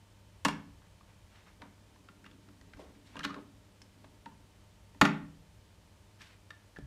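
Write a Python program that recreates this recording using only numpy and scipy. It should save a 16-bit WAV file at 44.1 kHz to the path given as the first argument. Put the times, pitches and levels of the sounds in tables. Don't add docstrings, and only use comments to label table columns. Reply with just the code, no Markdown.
import sys
import numpy as np
from scipy import signal
from scipy.fft import rfft, irfft
from scipy.io import wavfile

SR = 44100
rng = np.random.default_rng(int(sys.argv[2]) if len(sys.argv) > 2 else 0)


def output_pcm(signal):
    pcm = np.clip(np.atleast_2d(signal).T, -1, 1) * 32767
    wavfile.write(sys.argv[1], SR, np.round(pcm).astype(np.int16))


N = 302526

# t/s, level/dB, door f/Hz, contact length/ms, door ring t60/ms, edge crack/dB,
# broad knock/dB, push on case/dB, stop f/Hz, stop level/dB, time to first bounce/s
DOOR_BLOWS = [(0.449, -15.5, 1016, 5.15, 23, -6.5, -2, -12.5, 2804, -12.5, .0339),
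              (5.0128, -8, 1372, 3.64, 19, -16, -1.4, -12, 855, -9.5, .0382)]
# delay/first-bounce times, level change/dB, push change/dB
BOUNCES = [(1.0, -9, -8.5), (1.25, -16.5, -4)]
# t/s, level/dB, part f/Hz, part ring t60/ms, edge crack/dB, broad knock/dB,
# push on case/dB
TOUCHES = [ (1.008, -49.5, 1110, 9.8, -28, -7, -21), (1.618, -47.5, 940, 73, -7, 6.5, -3.5),
           (1.958, -54.5, 1020, 18, -14, -2, -11), (2.086, -48, 1370, 9.4, -27, 6, -11),
           (2.242, -54.5, 1930, 8.4, 0, 5, -3), (2.253, -52.5, 2930, 9, -9, -1, -18),
           (2.262, -48, 1350, 17, -19, 4, -27), (2.312, -57, 3300, 10, -1, -4, -4),
           (2.487, -50.5, 1320, 9.1, -9, -10.5, -7), (2.612, -57, 1970, 8.1, 3.5, 0, -2),
           (2.734, -53, 2000, 12, -23, 7.5, -16), (2.771, -55, 1330, 15, -3, -2, -2),
           (2.791, -45, 587, 40, -22, -20, -18), (3.155, -37.5, 920, 10, -24, -5, -8),
           (3.167, -42.5, 2930, 7.6, -4, 4, -11), (3.173, -42, 1150, 14, -18, -11, -6),
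           (3.192, -36.5, 1400, 15, -2.5, 0, -25), (3.205, -39, 1680, 17, -15, -4, -13),
           (3.232, -37.5, 3140, 9.8, -11, -6, -19), (3.239, -35, 3890, 14, -4, 3, -8),
           (3.246, -35, 1350, 14, 0.8, 7.5, -13.5), (3.249, -25.5, 1340, 22, -7.5, 4, -13.5),
           (3.292, -38, 1070, 37, -25, -5, -8), (3.303, -35.5, 1225, 37, -22, -3.5, -8.5),
           (3.342, -38.5, 1360, 12, -20, -1, -24), (3.363, -40, 1110, 11, -31, -17, -3),
           (3.817, -47.5, 5300, 7, 3, -5, -13.5), (4.043, -46, 985, 11, -32, -4.5, -10),
           (4.258, -38.5, 923, 32, -23, -3, -11.5), (4.319, -54, 970, 29, -25, -9, -19),
           (4.946, -51.5, 905, 38, -20, -3, -4), (6.207, -48, 1830, 7.3, -8, -12, -16),
           (6.505, -44, 1800, 33, -1.5, 2.7, -21), (6.761, -43, 1743, 30, -11, -18, -22.5),
           (6.767, -43, 1710, 39, -24, -6, -17), (6.786, -57, 650, 12, 5, 7, 7.5)]
# f/Hz, spectral density/dB
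KNOCK_SPECTRUM = [(150, -27), (400, -19), (700, -14), (1000, -11), (1500, 6), (2100, -5.5), (3300, -9.5),
                  (6000, -23.5), (10000, -37), (15500, -49.5)]
# f/Hz, level/dB, t60/s
PANEL_MODES = [(703, -15, 0.15), (832.4, -5, .1), (877, -7.5, 0.029), (1080, -16.5, 0.096),
               (1201, -1.5, 0.063), (1227, 0, 0.071), (1403, 0, .08), (1664, -9, 0.094), (1800, -7, 0.06),
               (1998, 2.5, .08), (2705, -11.5, 0.066)]
# f/Hz, level/dB, t60/s
CASE_MODES = [(133, -9, 0.39), (159.4, -7.5, 0.616), (187.7, -4.5, .33), (212.3, -2.5, 0.28),
              (250.2, 0, 0.18), (285.1, 2, 0.26), (320, -7, .2), (396, -7, 0.37), (501.4, -3.5, 0.2176),
              (561.5, -10.5, .2), (602.5, -2.5, 0.257), (630, -12, 0.199)]
# loudest t/s, swell/s, fade/s, level/dB, tilt/(dB per octave)
STROKES = [(0.83, 0.058, 0.13, -69.5, -8.5), (1.1, 0.052, .06, -66.5, -4), (1.375, 0.13, 0.12, -60, -0.5),
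           (1.466, 0.016, 0.082, -60.5, -3), (1.62, 0.018, 0.064, -57.5, -11.5),
           (2.8, 0.027, .13, -61.5, 5), (2.796, 0.011, 0.14, -72.5, -20.5), (2.956, .02, 0.024, -58.5, -2),
           (3.075, 0.035, .1, -62.5, 5.5), (3.16, 0.08, 0.18, -59, -3), (3.37, 0.082, 0.066, -62, -13),
           (6.212, 0.027, .14, -53.5, 3), (6.305, .03, 0.09, -66.5, -3.5)]
# t/s, level/dB
CREAK_LEVEL = [(1.55, -84), (1.62, -64), (1.75, -76), (2.1, -68), (2.3, -64), (2.7, -69), (2.8, -63),
               (2.95, -64), (3.12, -65.5), (3.33, -72), (3.4, -53.5), (3.5, -75), (3.9, -75), (4.02, -65),
               (4.2, -73.5), (4.5, -71)]
# t/s, level/dB, f/Hz, t60/s
SUPPORT_KNOCKS = [(6.7872, -29, 345, 0.0062), (6.792, -44, 193, .06), (6.826, -43.5, 64, 0.38),
                  (6.825, -40.5, 130, 0.15)]
# f/Hz, t60/s
ROOM_DECAY = [(150, 0.61), (400, 0.46), (1000, 0.4), (2500, 0.37), (6000, .27), (12000, 0.2)]
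# f/Hz, rms level/dB
HUM_LINES = [(100, -65), (200, -82.5), (304, -79.5), (609, -81.5), (903, -81.5), (2439, -92), (3048, -85.5)]
# f/Hz, relative spectral density/dB
AIR_SPECTRUM = [(12, -55.5), (20, -31), (43, -6), (101, -6.5), (127, -13.5), (193, -8.5), (270, -20.5),
                (293, -18.5), (590, -20), (738, -23.5), (923, -22.5), (1400, -26.5), (3160, -28.5),
                (8410, -34.5), (16000, -45.5)]
# t/s, level/dB
RUMBLE_LEVEL = [(0.0, -75), (0.53, -62.5), (2.46, -76), (2.77, -62), (3.57, -77), (4.22, -63.5),
                (6.86, -71.5)]

DOOR_CRACK_HZ, TOUCH_CRACK_HZ = 4630, 3400
TOUCH_MS, BOUNCE_MS = 2.5, 3.3
BOUNCE_RING_MS, STOP_RING_MS = 14, 30
BOUNCE_CRACK_DB = -4
PART_DB, CRACK_DB, SNAP_DB, PANEL_DB, CASE_DB = -0.5, 1.5, -6.5, -20, -3.5
STROKE_RANGE_DB = 20
ROOM_DB = -11.5
PARTS_TO_ROOM_DB = -0.5
AIR_DB, RUMBLE_WANDER_DB = -62.5, 2.5
STOPBAND_HZ = 16250


def door_blows():
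    rows = []
    for (s, level_db, door_hz, length_ms, ring_ms, crack_db, knock_db, push_db,
         stop_hz, stop_db, bounce_s) in DOOR_BLOWS:
        hits = [(s, level_db, crack_db, push_db, length_ms, ring_ms)]
        for delay, change_db, push_change_db in BOUNCES:
            hits.append((s + delay * bounce_s, level_db + change_db, crack_db + BOUNCE_CRACK_DB,
                         push_db + push_change_db, BOUNCE_MS, BOUNCE_RING_MS))
        for hit_s, hit_db, hit_crack_db, hit_push_db, hit_ms, hit_ring_ms in hits:
            rows.append((hit_s, hit_db, door_hz, DOOR_CRACK_HZ, hit_crack_db,
                         knock_db, hit_push_db, hit_ms, hit_ring_ms))
            rows.append((hit_s, hit_db + stop_db, stop_hz, DOOR_CRACK_HZ, hit_crack_db,
                         knock_db, hit_push_db, hit_ms, STOP_RING_MS))
    return rows


def touches():
    return [(s, level_db, part_hz, TOUCH_CRACK_HZ, crack_db, knock_db, push_db, TOUCH_MS, ring_ms)
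            for s, level_db, part_hz, ring_ms, crack_db, knock_db, push_db in TOUCHES]


def contacts():
    parts, direct, panel_force, case_force = np.zeros((4, N))
    ms = np.arange(4096) * 1000 / SR
    grid_hz = np.linspace(1, SR / 2, 257)
    knock_fir = signal.firwin2(511, np.linspace(0, 1, 257), amp(2 * at_hz(KNOCK_SPECTRUM, grid_hz)))
    taps = signal.minimum_phase(knock_fir)
    push = np.sin(np.pi * np.clip(ms / 1.78, 0, 1))
    push /= push.sum()
    for (s, level_db, part_hz, crack_hz, crack_db, knock_db, push_db,
         length_ms, ring_ms) in door_blows() + touches():
        length_ms = max(length_ms, .3)
        white = rng.standard_normal((2, 4096))
        sharp = white[0] * np.minimum(ms / 0.17, 1) * np.exp(-ms / length_ms)
        swelling = white[1] * ms * np.exp(-ms / (0.73 * length_ms))
        crack = peak_one(band(sharp, crack_hz / 2.1, crack_hz * 1.77))
        part = peak_one(ring(swelling, part_hz, max(ring_ms, 4) / 1000))
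        knock = peak_one(signal.lfilter(taps, 1, swelling))
        snap = peak_one(band(sharp * np.exp(-ms / 2.2), 4800, 13000))
        edge = crack + amp(SNAP_DB + 0.82 * level_db) * snap
        add(parts, s, amp(level_db + PART_DB) * part)
        add(direct, s, amp(level_db) * (amp(CRACK_DB + crack_db) * edge + amp(knock_db) * knock))
        add(panel_force, s, amp(level_db + knock_db) * rms_one(swelling) / 64)
        add(case_force, s, amp(level_db + push_db) * push)
    panel = ring_modes(panel_force, PANEL_MODES)
    case = band(ring_modes(case_force, CASE_MODES), 125, 2000)
    return parts, direct + amp(PANEL_DB) * panel + amp(CASE_DB) * case


def slides():
    t, out = np.arange(N) / SR, np.zeros(N)
    unevenness_db = 3.4 * np.minimum(rng.exponential(1, N), 4)
    grains = rng.standard_normal((2, N)) * amp(unevenness_db) * amp(2.5 * drift(43))
    centres_hz = np.geomspace(424, 9600, 10)
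    bands = [rms_one(band(grains[k % 2], hz / 1.22, hz * 1.22)) for k, hz in enumerate(centres_hz)]
    for s, swell_s, fade_s, level_db, tilt_db in STROKES:
        i = slice(round((s - swell_s) * SR), round((s + fade_s) * SR))
        stroke_db = level_db - STROKE_RANGE_DB * np.maximum((s - t[i]) / swell_s, (t[i] - s) / fade_s)
        rub = 0
        for b, hz in zip(bands, centres_hz):
            octaves = np.log2(hz / 2000)
            rub = rub + b[i] * amp(tilt_db * octaves - 4.2 * octaves ** 2)
        out[i] += amp(stroke_db) * rub / 2
    creak = rms_one(sum(amp(db) * ring(rng.standard_normal(N), hz, 0.068)
                        for hz, db, _ in CASE_MODES[1:8]))
    creak_db = np.interp(t, *np.transpose(CREAK_LEVEL), left=-120, right=-120)
    return out + amp(creak_db) * creak


def bumps():
    out = np.zeros(N)
    for s, level_db, hz, t60_s in SUPPORT_KNOCKS:
        add(out, s, -amp(level_db) * ring(signal.unit_impulse(8192), hz, t60_s))
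    return out


def room(x):
    t, edges_hz = np.arange(SR // 2) / SR, 90 * 2 ** np.arange(0, 8, .5)
    white = rng.standard_normal((2, SR // 2))
    echo = np.zeros(SR // 2)
    for k, (low_hz, high_hz) in enumerate(zip(edges_hz, edges_hz[1:])):
        t60_s = at_hz(ROOM_DECAY, np.sqrt(low_hz * high_hz))
        echo += band(white[k % 2], low_hz, high_hz) * amp(-60 * t / t60_s)
    echo *= np.clip((t - .003) / 0.0032, 0, 1)
    return signal.fftconvolve(x, echo / np.sqrt(np.sum(echo ** 2)))[:N]


def background():
    t = np.arange(N) / SR
    hum = sum(amp(db + 0.83 * drift(1.8)) * np.sqrt(2) * np.sin(2 * np.pi * (hz * t + rng.random()))
              for hz, db in HUM_LINES)
    bins_hz = np.maximum(np.arange(N // 2 + 1) * SR / N, 1)
    air = rms_one(irfft(rfft(rng.standard_normal(N)) * amp(at_hz(AIR_SPECTRUM, bins_hz)), N))
    rumble = rms_one(band(rng.standard_normal(N + SR), 33, 80)[SR:])
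    rumble_db = np.interp(t, *np.transpose(RUMBLE_LEVEL)) + RUMBLE_WANDER_DB * drift(1.5)
    return hum + amp(AIR_DB) * air + amp(rumble_db) * rumble


def amp(db):
    return 10 ** (np.asarray(db) / 20)


def rms_one(x):
    return x / np.sqrt(np.mean(x ** 2) + 1e-20)


def peak_one(x):
    return x / np.abs(x).max()


def at_hz(points, hz):
    f_hz, values = np.array(points).T
    return np.interp(np.log(hz), np.log(f_hz), values)


def drift(rate_hz):
    r = np.exp(-80 * np.pi * rate_hz / SR)
    slow = signal.lfilter([1], [1, -2 * r, r * r], rng.standard_normal(N // 40 + 2002))[2000:]
    return np.interp(np.arange(N) / 40, np.arange(len(slow)), rms_one(slow))


def ring(force, hz, t60_s):
    r, w = amp(-60 / (t60_s * SR)), 2 * np.pi * hz / SR
    return signal.lfilter([0, np.sin(w)], [1, -2 * r * np.cos(w), r * r], force + 1e-18)


def ring_modes(force, modes):
    return sum((-1) ** k * amp(db) * ring(force, hz, t60_s) for k, (hz, db, t60_s) in enumerate(modes))


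def band(x, low_hz, high_hz):
    edges_hz = [low_hz, min(high_hz, .45 * SR)]
    return signal.sosfilt(signal.butter(2, edges_hz, "band", fs=SR, output="sos"), x)


def add(track, s, x):
    i = round(s * SR)
    track[i:i + len(x)] += x[:N - i]


def scene():
    parts, body = contacts()
    deck = body + slides()
    echoes = room(deck + amp(PARTS_TO_ROOM_DB) * parts)
    return (parts + deck + amp(ROOM_DB) * echoes + bumps() + background())[None]


def record(dry):
    dry = signal.sosfilt(signal.butter(2, 30.0, "high", fs=SR, output="sos"), dry)
    return signal.sosfilt(signal.cheby2(16, 70, STOPBAND_HZ, fs=SR, output="sos"), dry)


dry = scene()
out = record(dry)
output_pcm(out)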